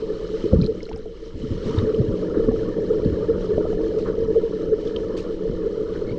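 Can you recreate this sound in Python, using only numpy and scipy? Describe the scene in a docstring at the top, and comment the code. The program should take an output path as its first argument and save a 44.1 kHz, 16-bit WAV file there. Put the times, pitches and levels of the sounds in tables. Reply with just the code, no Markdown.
"""Under water in a swimming pool, heard inside a camera housing while finned swimmers grapple.
First a churning column of bubbles makes the housing hum, and gulps of air set it ringing.
From about half a second, kicks and collisions thump, bubbles spray, and a breaking air pocket crackles.
A lull follows at one second, with the deep sway still there; then kicks and churning return.
Louder gulps come and go, more bubbles spray near the end, and a short squeak comes last."""
import sys
import numpy as np
from scipy import signal
from scipy.fft import rfft, irfft, next_fast_len
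from scipy.io import wavfile
from scipy.ndimage import uniform_filter1d, map_coordinates

SR = 44100
rng = np.random.default_rng(int(sys.argv[2]) if len(sys.argv) > 2 else 0)


def pcm_store(signal):
    """Save signal as 16-bit PCM."""
    levels = np.round(np.clip(np.atleast_2d(signal), -1, 1) * 32767)
    wavfile.write(sys.argv[1], SR, levels.astype(np.int16).T)


N = 272538  # length of the scene in samples


def amp(db):
    """Turn decibels into a gain."""
    return 10 ** (np.asarray(db) / 20)


def unit(x):
    """Scale a sound to an rms of 1."""
    return x / np.sqrt(np.mean(x ** 2) + 1e-20)


def gain(points, hz):
    """Gain at each frequency, from (Hz, dB) points joined on a log frequency axis."""
    f, db = np.transpose(points)
    return amp(np.interp(np.log(hz + 1), np.log(f + 1), db))


def curves(rows):
    """Join the rows into one value per sample, for each column after the time."""
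    s, *cols = np.transpose(rows)
    return [np.interp(np.arange(N) / SR, s, c) for c in cols]


def wobble(rate):
    """A smooth random curve with rate random points a second."""
    points = rng.standard_normal(int(N * rate / SR) + 4)
    return map_coordinates(points, [np.arange(N) * rate / SR])


def filtered(x, response):
    """Shape a sound's spectrum with a response that depends on frequency."""
    m = next_fast_len(N + SR // 2)
    return irfft(rfft(x, m) * response(np.fft.rfftfreq(m, 1 / SR)), m)[:N]


def lowpass(x, hz, order):
    """Weaken what lies above a frequency; a higher order cuts more steeply."""
    return signal.sosfilt(signal.butter(order, hz, fs=SR, output="sos"), x)


def band(x, hz, octaves, order):
    """Keep mostly what lies within some octaves to either side of a pitch."""
    edges = np.clip([hz * 2 ** -octaves, hz * 2 ** octaves], 1, SR / 2 - 1)
    return signal.sosfilt(signal.butter(order, edges, "band", fs=SR, output="sos"), x)


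def arch(t, length):
    """A rounded swell that lasts length seconds."""
    return np.sqrt(np.abs(np.sin(np.pi * np.clip(t / length, 0, 1))))


def add(track, s, sound):
    """Mix a sound into the track from time s in seconds."""
    start = int(np.clip(round(s * SR), 0, N - 1))
    track[start:start + len(sound)] += sound[:N - start]


def bubble(t, hz, life, rise, onset):
    """A ringing air pocket: it builds over onset cycles, falls 60 dB in life seconds and rises in pitch."""
    phase = 2 * np.pi * hz * t * (1 + rise * np.minimum(t / life, 2) / 2)
    build = 1 - np.exp(-(t * hz / onset) ** 2)
    shape = build * amp(-60 * t / life)
    return np.sin(phase) * shape / (shape.max(axis=-1, keepdims=True) + 1e-9)


def swarm(low_hz, high_hz, cycles, spread_db, blur, count, size):
    """Count bubbles at random moments, plus noise for countless far ones; blur is far over near rms."""
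    when, pitch, strength = rng.random((count, 3)).T[:, :, None]
    hz = low_hz * (high_hz / low_hz) ** pitch
    step = np.arange(size)
    level = amp(-spread_db * np.log(np.maximum(1 - strength, .01))) * hz / low_hz
    grains = level * bubble(step / SR, hz, cycles / hz, rise=0.19, onset=0.68)
    places = (when * N).astype(int) + step
    near = np.bincount(places.ravel(), grains.ravel(), N)[:N]
    return unit(near) + blur * rng.standard_normal(N)


# The notes at which the housing rings.
# Each row: pitch in Hz, width in Hz, level in dB before the muffling.
HOUSING_RESONANCES = [(111.5, 10, -14), (180.8, 9.9, -7.5), (321, 43, -6), (362, 62.7, -7.5),
                      (434, 38.5, -2), (486.9, 43, -5.5), (537, 70.6, -11)]
# How the housing dulls the sound. Each row: frequency in Hz, gain in dB.
HOUSING_MUFFLE = [(30, -25.5), (100, -4.5), (200, 0), (540, -2.5), (620, -6.5), (700, -15), (1000, -18.5),
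                  (2000, -65.5)]


def housing(hz):
    """The case rings at a few low resonances and shuts out what lies above them."""
    modes = 0
    for k, (center, width, db) in enumerate(HOUSING_RESONANCES):
        ring = 1j * hz * width / (center * center - hz * hz + 1j * hz * width)
        modes = modes + amp(db) * ring * (-1) ** k  # every other one is flipped
    return modes * gain(HOUSING_MUFFLE, hz)


def churn(level_db, rate=900, flutter_db=0.92):
    """Air pockets break up in the column: irregular pressure kicks keep the housing humming."""
    moments = rng.random(N) < rate / SR  # about rate kicks a second
    kicks = moments * rng.standard_normal(N) * amp(flutter_db * wobble(25))
    return amp(level_db) * unit(filtered(kicks, housing))


HUM_HZ, HUM_WIDTH_HZ = 442.4, 34.7  # the main resonance
HUM_DB, HUM_PER_CHURN = -33.5, 0.46  # level at average churn; dB gained per dB of churn


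def hum(surge_db):
    """The stir of the whole pool keeps the main resonance singing even when the column is calm."""
    ring = filtered(rng.standard_normal(N), lambda hz: 1 / (1 + ((hz - HUM_HZ) / HUM_WIDTH_HZ) ** 2) ** 2)
    return amp(HUM_DB + HUM_PER_CHURN * surge_db) * unit(ring)


GULP_S = 0.031  # sets the length of the swell
# Gulps of air that set the housing ringing.
# Each row: middle of the swell in seconds, level in dB (the peak lies 5 dB lower).
AIR_GULPS = [(0.109, -12.5), (0.351, -12.5), (0.468, -12.5), (0.545, -11), (0.695, -11.5), (1.692, -21),
             (1.892, -11), (1.992, -19.5), (2.108, -16), (2.403, -8.5), (2.493, -11), (2.582, -14.5),
             (2.83, -13), (2.915, -7.5), (2.975, -11), (3.24, -15.5), (3.304, -9.5), (3.517, -9.5),
             (3.97, -13.5), (4.032, -15), (4.31, -12), (4.376, -3.5), (4.454, -8.5), (4.733, -4.5),
             (5.464, -12.5), (5.670, -10.5)]


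def gulps(ring_hz=440, scatter=0.0212, waver=0.5):
    """Big bubbles swell and fade near the housing's main resonance, wavering as they change shape."""
    out, t = np.zeros(N), np.arange(SR // 5) / SR
    middle = t[-1] / 2
    swell = np.exp(-(2 * (t - middle) / GULP_S) ** 2)
    shape_change = wobble(130)
    variations = rng.standard_normal((len(AIR_GULPS), 2))
    for (s, db), (detune, start_cycles) in zip(AIR_GULPS, variations):
        drift = waver * np.roll(shape_change, -round(s * SR))[:len(t)]
        cycles = ring_hz * (1 + scatter * detune) * t + start_cycles
        add(out, s - middle, amp(db - 5.0) * swell * np.sin(2 * np.pi * cycles + drift))
    return out


THUMP_T60_S = 0.071  # time to fall by 60 dB
# Kicks and big air pockets.
# Each row: start in seconds, peak in dB before the case dulls it, pitch in Hz at the start.
KICKS_AND_POCKETS = [(0.4385, -16.5, 338), (0.523, -9, 74), (0.530, -11, 193.5), (0.543, -15.5, 328),
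                     (0.558, -10, 62), (0.553, -15, 136), (0.585, -8.5, 169), (0.615, -11, 133.6),
                     (0.642, -17, 191), (0.926, -25.5, 63.5), (1.347, -25.5, 83), (1.437, -21.5, 241),
                     (1.504, -17.5, 221), (1.509, -22, 88.6), (1.668, -18.5, 205), (1.700, -19, 230),
                     (1.741, -23, 250), (1.774, -8.5, 93), (1.825, -15.5, 107), (1.827, -14, 223),
                     (1.984, -13.5, 202), (1.997, -9.5, 120), (2.079, -14.5, 101), (2.09, -21, 220),
                     (2.369, -12, 306), (2.482, -11.5, 234), (3.067, -15, 93), (3.124, -20, 76),
                     (3.543, -23.5, 56), (5.493, -18, 181), (6.109, -24, 110)]


def thumps(dull_hz=520):
    """Each kick or big pocket heaves the water for a few cycles; the case dulls the edge of the blow."""
    out, t = np.zeros(N), np.arange(SR // 3) / SR
    for s, db, hz in KICKS_AND_POCKETS:
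        add(out, s, amp(db) * bubble(t, hz, THUMP_T60_S, rise=0.14, onset=0.62))
    return lowpass(out, dull_hz, order=4)


WAKE_DB, WAKE_PER_KICK = -31, 0.28  # eddy strength at a 0 dB kick; dB gained per dB of the kick
WAKE_BUILD_S, WAKE_FADE_S = 0.012, 0.075


def wakes():
    """Power of the eddies that build before each kick or pocket and die away after it."""
    t, power = np.arange(N) / SR, np.zeros(N)
    for s, db, _ in KICKS_AND_POCKETS:
        distance = np.maximum((s - t) / WAKE_BUILD_S, (t - s) / WAKE_FADE_S)
        power += amp(WAKE_DB + WAKE_PER_KICK * db) ** 2 * np.exp(-2 * distance)
    return power


def burble(eddy_power, over_eddies_db=1):
    """Large air pockets tumble and burble in the eddies of the kicks."""
    pockets = swarm(62, 280, cycles=13, spread_db=2.5, blur=0.02, count=500, size=7000)
    muffled = lowpass(pockets, 420, order=6)
    return amp(over_eddies_db) * np.sqrt(eddy_power) * unit(muffled)


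# Dull knocks, perhaps fins and bodies colliding.
# Each row: middle of the knock in seconds, peak in dB, pitch in Hz.
BODY_KNOCKS = [(0.4434, -16, 240), (0.5371, -9.5, 300), (1.358, -23.5, 282), (1.662, -12.5, 280),
               (2.489, -12.5, 220), (3.062, -7.5, 197), (3.581, -8.5, 330), (3.655, -14.5, 375)]


def knocks():
    """A collision reaches the case as one rounded pressure pulse with a dip to either side."""
    out, t = np.zeros(N), np.arange(SR // 25) / SR
    middle = t[-1] / 2
    for s, db, hz in BODY_KNOCKS:
        u = (np.pi * hz * (t - middle)) ** 2
        add(out, s - middle, amp(db) * (1 - 2 * u) * np.exp(-u))
    return out


POP_T60_S, POP_T60_SLOPE = 0.038, -0.68  # ring time at 1 kHz, and its power law with pitch
# Single bubbles bursting near the case.
# Each row: start in seconds, peak of the ring in dB, pitch in Hz at the start.
NEAR_POPS = [(0.529, -11, 514), (0.6146, -29, 4110), (0.621, -37, 5060), (0.631, -36, 2390),
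             (0.6426, -33, 4070), (0.6624, -29, 4180), (0.8047, -37.5, 2150), (0.83, -35, 5100),
             (0.8536, -36, 4170), (0.866, -43, 1390), (0.890, -38, 664), (0.894, -42, 5500),
             (0.9604, -40, 5160), (0.962, -40, 770), (1.055, -38, 655), (1.7862, -26.5, 3680),
             (1.945, -35.5, 3000), (2.486, -31.5, 1105), (2.512, -31.5, 740), (3.577, -19.5, 590),
             (3.650, -26.5, 610), (3.728, -30, 695), (3.790, -33, 653), (4.087, -35, 1430),
             (4.36, -19, 548), (4.874, -38, 3370), (4.9624, -24, 3070)]


def pops(crack=0.3, crack_octaves=0.36):
    """Near bubbles ring briefly, small ones shorter; the tiniest tick most sharply as they pinch off."""
    out, t = np.zeros(N), np.arange(SR // 5) / SR
    for s, db, hz in NEAR_POPS:
        t60 = POP_T60_S * (hz / 1000) ** POP_T60_SLOPE
        noise = unit(band(rng.standard_normal(len(t)), hz, crack_octaves, order=3))
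        tick = amp(-60 * t / t60) * min(hz / 3000, 1) ** 2 * noise
        add(out, s, amp(db) * (bubble(t, hz, t60, rise=0.052, onset=1.3) + crack * tick))
    return out


SPRAY_OCTAVES, SPRAY_OCTAVES_SLOPE = 0.39, 0.61  # spread of pitch at 1 kHz, and its power law with pitch
# Bursts of bubbles torn off by the swimmers.
# Each row: start in seconds, rms in dB before build and fade, middle pitch in Hz, time to fade 60 dB in seconds.
BUBBLE_SPRAYS = [(0.512, -35.5, 890, 0.096), (0.91, -45, 1380, 0.33), (1.67, -42, 1104, 0.46),
                 (1.775, -39, 1310, 0.12), (1.86, -40.5, 1310, 0.22), (2.334, -37, 1190, 0.19),
                 (3.98, -43.5, 2920, 0.17), (4.05, -34, 1195, 0.25), (5.08, -41.5, 980, 0.62),
                 (5.165, -37.5, 3120, 0.18), (5.91, -41, 1230, 0.41)]


def sprays():
    """A fin stroke tears off a brief rush of bubbles around one size; long rushes build more slowly."""
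    out, t = np.zeros(N), np.arange(SR // 2) / SR
    froth = swarm(700, 7400, cycles=30, spread_db=2.3, blur=1.5, count=3500, size=1300)
    hz = np.fft.rfftfreq(len(t), 1 / SR) + 1
    for s, db, middle_hz, t60 in BUBBLE_SPRAYS:
        octaves = SPRAY_OCTAVES * (middle_hz / 1000) ** SPRAY_OCTAVES_SLOPE
        piece = np.roll(froth, -round(s * SR))[:len(t)]
        around_middle = np.exp(-(np.log2(hz / middle_hz) / octaves) ** 2 / 2)
        rush = irfft(rfft(piece) * around_middle, len(t))
        build = 1 - np.exp(-20 * t / t60)
        add(out, s, amp(db - 60 * t / t60) * build * unit(rush))
    return out


# Tone colour of the pea-sized bubbles. Each row: frequency in Hz, gain in dB.
GURGLE_COLOUR = [(450, -25), (660, -8), (800, -9.5), (900, -1), (1000, 0), (1045, -9.5), (1110, 0),
                 (1300, 3), (1580, -10.5), (1750, -2.5), (2000, -18), (2400, -33), (3500, -44)]
# Tone colour of the tiny bubbles, in the fizz and in the crackle. 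Each row: frequency in Hz, gain in dB.
FIZZ_COLOUR = [(1200, -10), (2100, -4.5), (2380, -9.5), (2750, -9.5), (3020, 0), (3500, -9), (4000, -5),
               (4400, -5.5), (4700, -13.5), (5000, -7.5), (6000, -13.5), (7200, -21), (8800, -29.5),
               (10000, -52.5)]


def cloud(gurgle_db, fizz_db):
    """Pea-sized bubbles gurgle in clumps and tiny ones fizz, faint through the wall of the case."""
    peas = swarm(650, 2300, cycles=49, spread_db=0.4, blur=1.3, count=1600, size=2000)
    tiny = swarm(2200, 8000, cycles=94, spread_db=2, blur=2.96, count=1800, size=1200)
    gurgle = unit(filtered(peas, lambda hz: gain(GURGLE_COLOUR, hz)))
    fizz = unit(filtered(tiny, lambda hz: gain(FIZZ_COLOUR, hz)))
    return amp(gurgle_db + 0.55 * wobble(15)) * gurgle + amp(fizz_db + 1.2 * wobble(18)) * fizz


CRACKLE_START_S, CRACKLE_END_S, CRACKLE_DB = 0.49, 1, -62.5


def crackle():
    """Tiny bubbles tick at random while the biggest air pocket breaks up."""
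    t = np.arange(N) / SR
    ticks = swarm(2530, 8000, cycles=20, spread_db=3.0, blur=0.05, count=900, size=1500)
    active = (t > CRACKLE_START_S) & (t < CRACKLE_END_S)
    breaking = uniform_filter1d(1.0 * active, size=1000)  # soft edges
    return amp(CRACKLE_DB) * breaking * unit(filtered(ticks, lambda hz: gain(FIZZ_COLOUR, hz)))


CLICK_T60_S, CLICK_OCTAVES = 0.025, 0.4  # time to fall by 60 dB; spread of pitch to either side
# Dry clicks with no ring, perhaps gear touching.
# Each row: start in seconds, rms in dB before attack and fade, middle pitch in Hz.
DRY_CLICKS = [(0.667, -50, 6760), (0.889, -37, 2290), (0.928, -38.5, 3220), (0.973, -53, 8000),
              (3.047, -37, 3800), (4.874, -48, 4200), (4.962, -38.5, 4330)]


def clicks(attack_s=0.0014):
    """Short dry snaps, each a broad band of noise."""
    out, t = np.zeros(N), np.arange(SR // 10) / SR
    shape = amp(-60 * t / CLICK_T60_S) * (1 - np.exp(-t / attack_s))
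    for s, db, hz in DRY_CLICKS:
        noise = unit(band(rng.standard_normal(len(t)), hz, CLICK_OCTAVES, order=4))
        add(out, s, amp(db) * shape * noise)
    return out


SLIP_S, SLIP_RISE_HZ_PER_S = 0.0137, 6000
SQUEAK_OVERTONE_DB = -7  # the octave above, against the main tone
# Slips of one short squeak, perhaps a rubber fin.
# Each row: start in seconds, peak of the main tone in dB, starting pitch in Hz before it wavers.
SQUEAK_SLIPS = [(6.07, -49, 2090), (6.089, -42.5, 2120), (6.114, -46, 2160)]


def squeak(waver=0.025):
    """Rubber sticks and slips a few times; each slip rises in pitch."""
    out, t = np.zeros(N), np.arange(SR // 25) / SR
    unsteady = 1 + waver * wobble(400)
    for s, db, hz in SQUEAK_SLIPS:
        pitch = (hz + SLIP_RISE_HZ_PER_S * t) * np.roll(unsteady, -round(s * SR))[:len(t)]
        phase = 2 * np.pi * np.cumsum(pitch) / SR
        tone = np.sin(phase) + amp(SQUEAK_OVERTONE_DB) * np.sin(2 * phase)
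        add(out, s, amp(db) * arch(t, SLIP_S) * tone)
    return out


CHIRP_S, CHIRP_LENGTH_S = 0.914, 0.03
CHIRP_HZ, CHIRP_OCTAVES, CHIRP_DB = 830, 0.63, -49  # starting pitch, upward slide, level before the flutter


def chirp(flutter_db=9.5):
    """A bubble's note slides upward, faltering."""
    t = np.arange(N) / SR - CHIRP_S
    hz = CHIRP_HZ * 2 ** (CHIRP_OCTAVES * np.clip(t / CHIRP_LENGTH_S, 0, 1))
    note = np.sin(2 * np.pi * np.cumsum(hz) / SR)
    return amp(CHIRP_DB + flutter_db * wobble(150)) * arch(t, CHIRP_LENGTH_S) * note


# Tone colour of water pushing on the case. Each row: frequency in Hz, gain in dB.
SLOSH_COLOUR = [(10, -8.5), (25, 0.5), (38, 1.5), (55, -11.5), (80, -3), (130, -8), (260, -10), (450, -14),
                (800, -67), (3000, -120)]


def slosh(flow_db, lumps_db=2):
    """Eddies push on the case in slow lumps, 5.5 dB above the strength of the flow."""
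    flow = filtered(rng.standard_normal(N), lambda hz: gain(SLOSH_COLOUR, hz))
    return amp(flow_db + 5.5) * unit(flow * amp(lumps_db * wobble(11)))


SWAY_DB, SWAY_HZ = -38, 33.8  # level, and upper edge of the deep sway


def sway():
    """The whole body of water rocks slowly against the case, even in the lull."""
    return amp(SWAY_DB) * unit(lowpass(rng.standard_normal(N), SWAY_HZ, order=2))


CHURN_DB, FIZZ_DB = 0.5, 1.24  # churn and fizz over the levels in the two tables below
# Gurgle: average level; dB gained per dB of churn and per dB of fine bubbles.
GURGLE_DB, GURGLE_PER_CHURN, GURGLE_PER_SPARKLE = -50.5, 0.78, 0.76
# Strength of the steady current at average churn; dB gained per dB of churn.
CURRENT_DB, CURRENT_PER_CHURN = -44, 1.76
# How hard the bubble column churns. Each row: time in seconds, level in dB before CHURN_DB is added.
COLUMN_LEVEL = [(0.0, -30.5), (0.62, -29), (1.01, -38), (1.36, -38), (1.62, -31.5), (1.70, -26.5),
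                (2.4, -24.5), (3.54, -24), (4.89, -27.5), (5.96, -28.5), (6.18, -25.5)]
# Fine bubbles near the case. Each row: time in seconds, level in dB before FIZZ_DB is added.
SPARKLE_LEVEL = [(0.0, -52.5), (0.43, -52), (0.98, -60.5), (1.27, -57), (1.78, -46.5), (1.89, -53),
                 (2.87, -54.5), (6.18, -55.5)]


def scene():
    """The column drives churn, hum, gurgle and current; kicks stir eddies; near bubbles sound on top."""
    (column_db,), (sparkle_db,) = curves(COLUMN_LEVEL), curves(SPARKLE_LEVEL)
    surge_db = column_db - column_db.mean()
    near_db = sparkle_db - sparkle_db.mean()
    gurgle_db = GURGLE_DB + GURGLE_PER_CHURN * surge_db + GURGLE_PER_SPARKLE * near_db
    eddy_power = wakes()
    current_power = amp(CURRENT_DB + CURRENT_PER_CHURN * surge_db) ** 2
    flow_db = 10 * np.log10(current_power + eddy_power)
    column = churn(column_db + CHURN_DB) + hum(surge_db) + gulps()
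    blows = thumps() + burble(eddy_power) + knocks()
    bubbles = pops() + sprays() + cloud(gurgle_db, sparkle_db + FIZZ_DB) + crackle() + chirp()
    gear = clicks() + squeak()
    water = slosh(flow_db) + sway()
    return (column + blows + bubbles + gear + water)[None]


def record(dry):
    """The camera cuts steeply above its band limit of 9300 Hz."""
    return lowpass(dry, 9300, order=20)


dry = scene()
out = record(dry)
pcm_store(out)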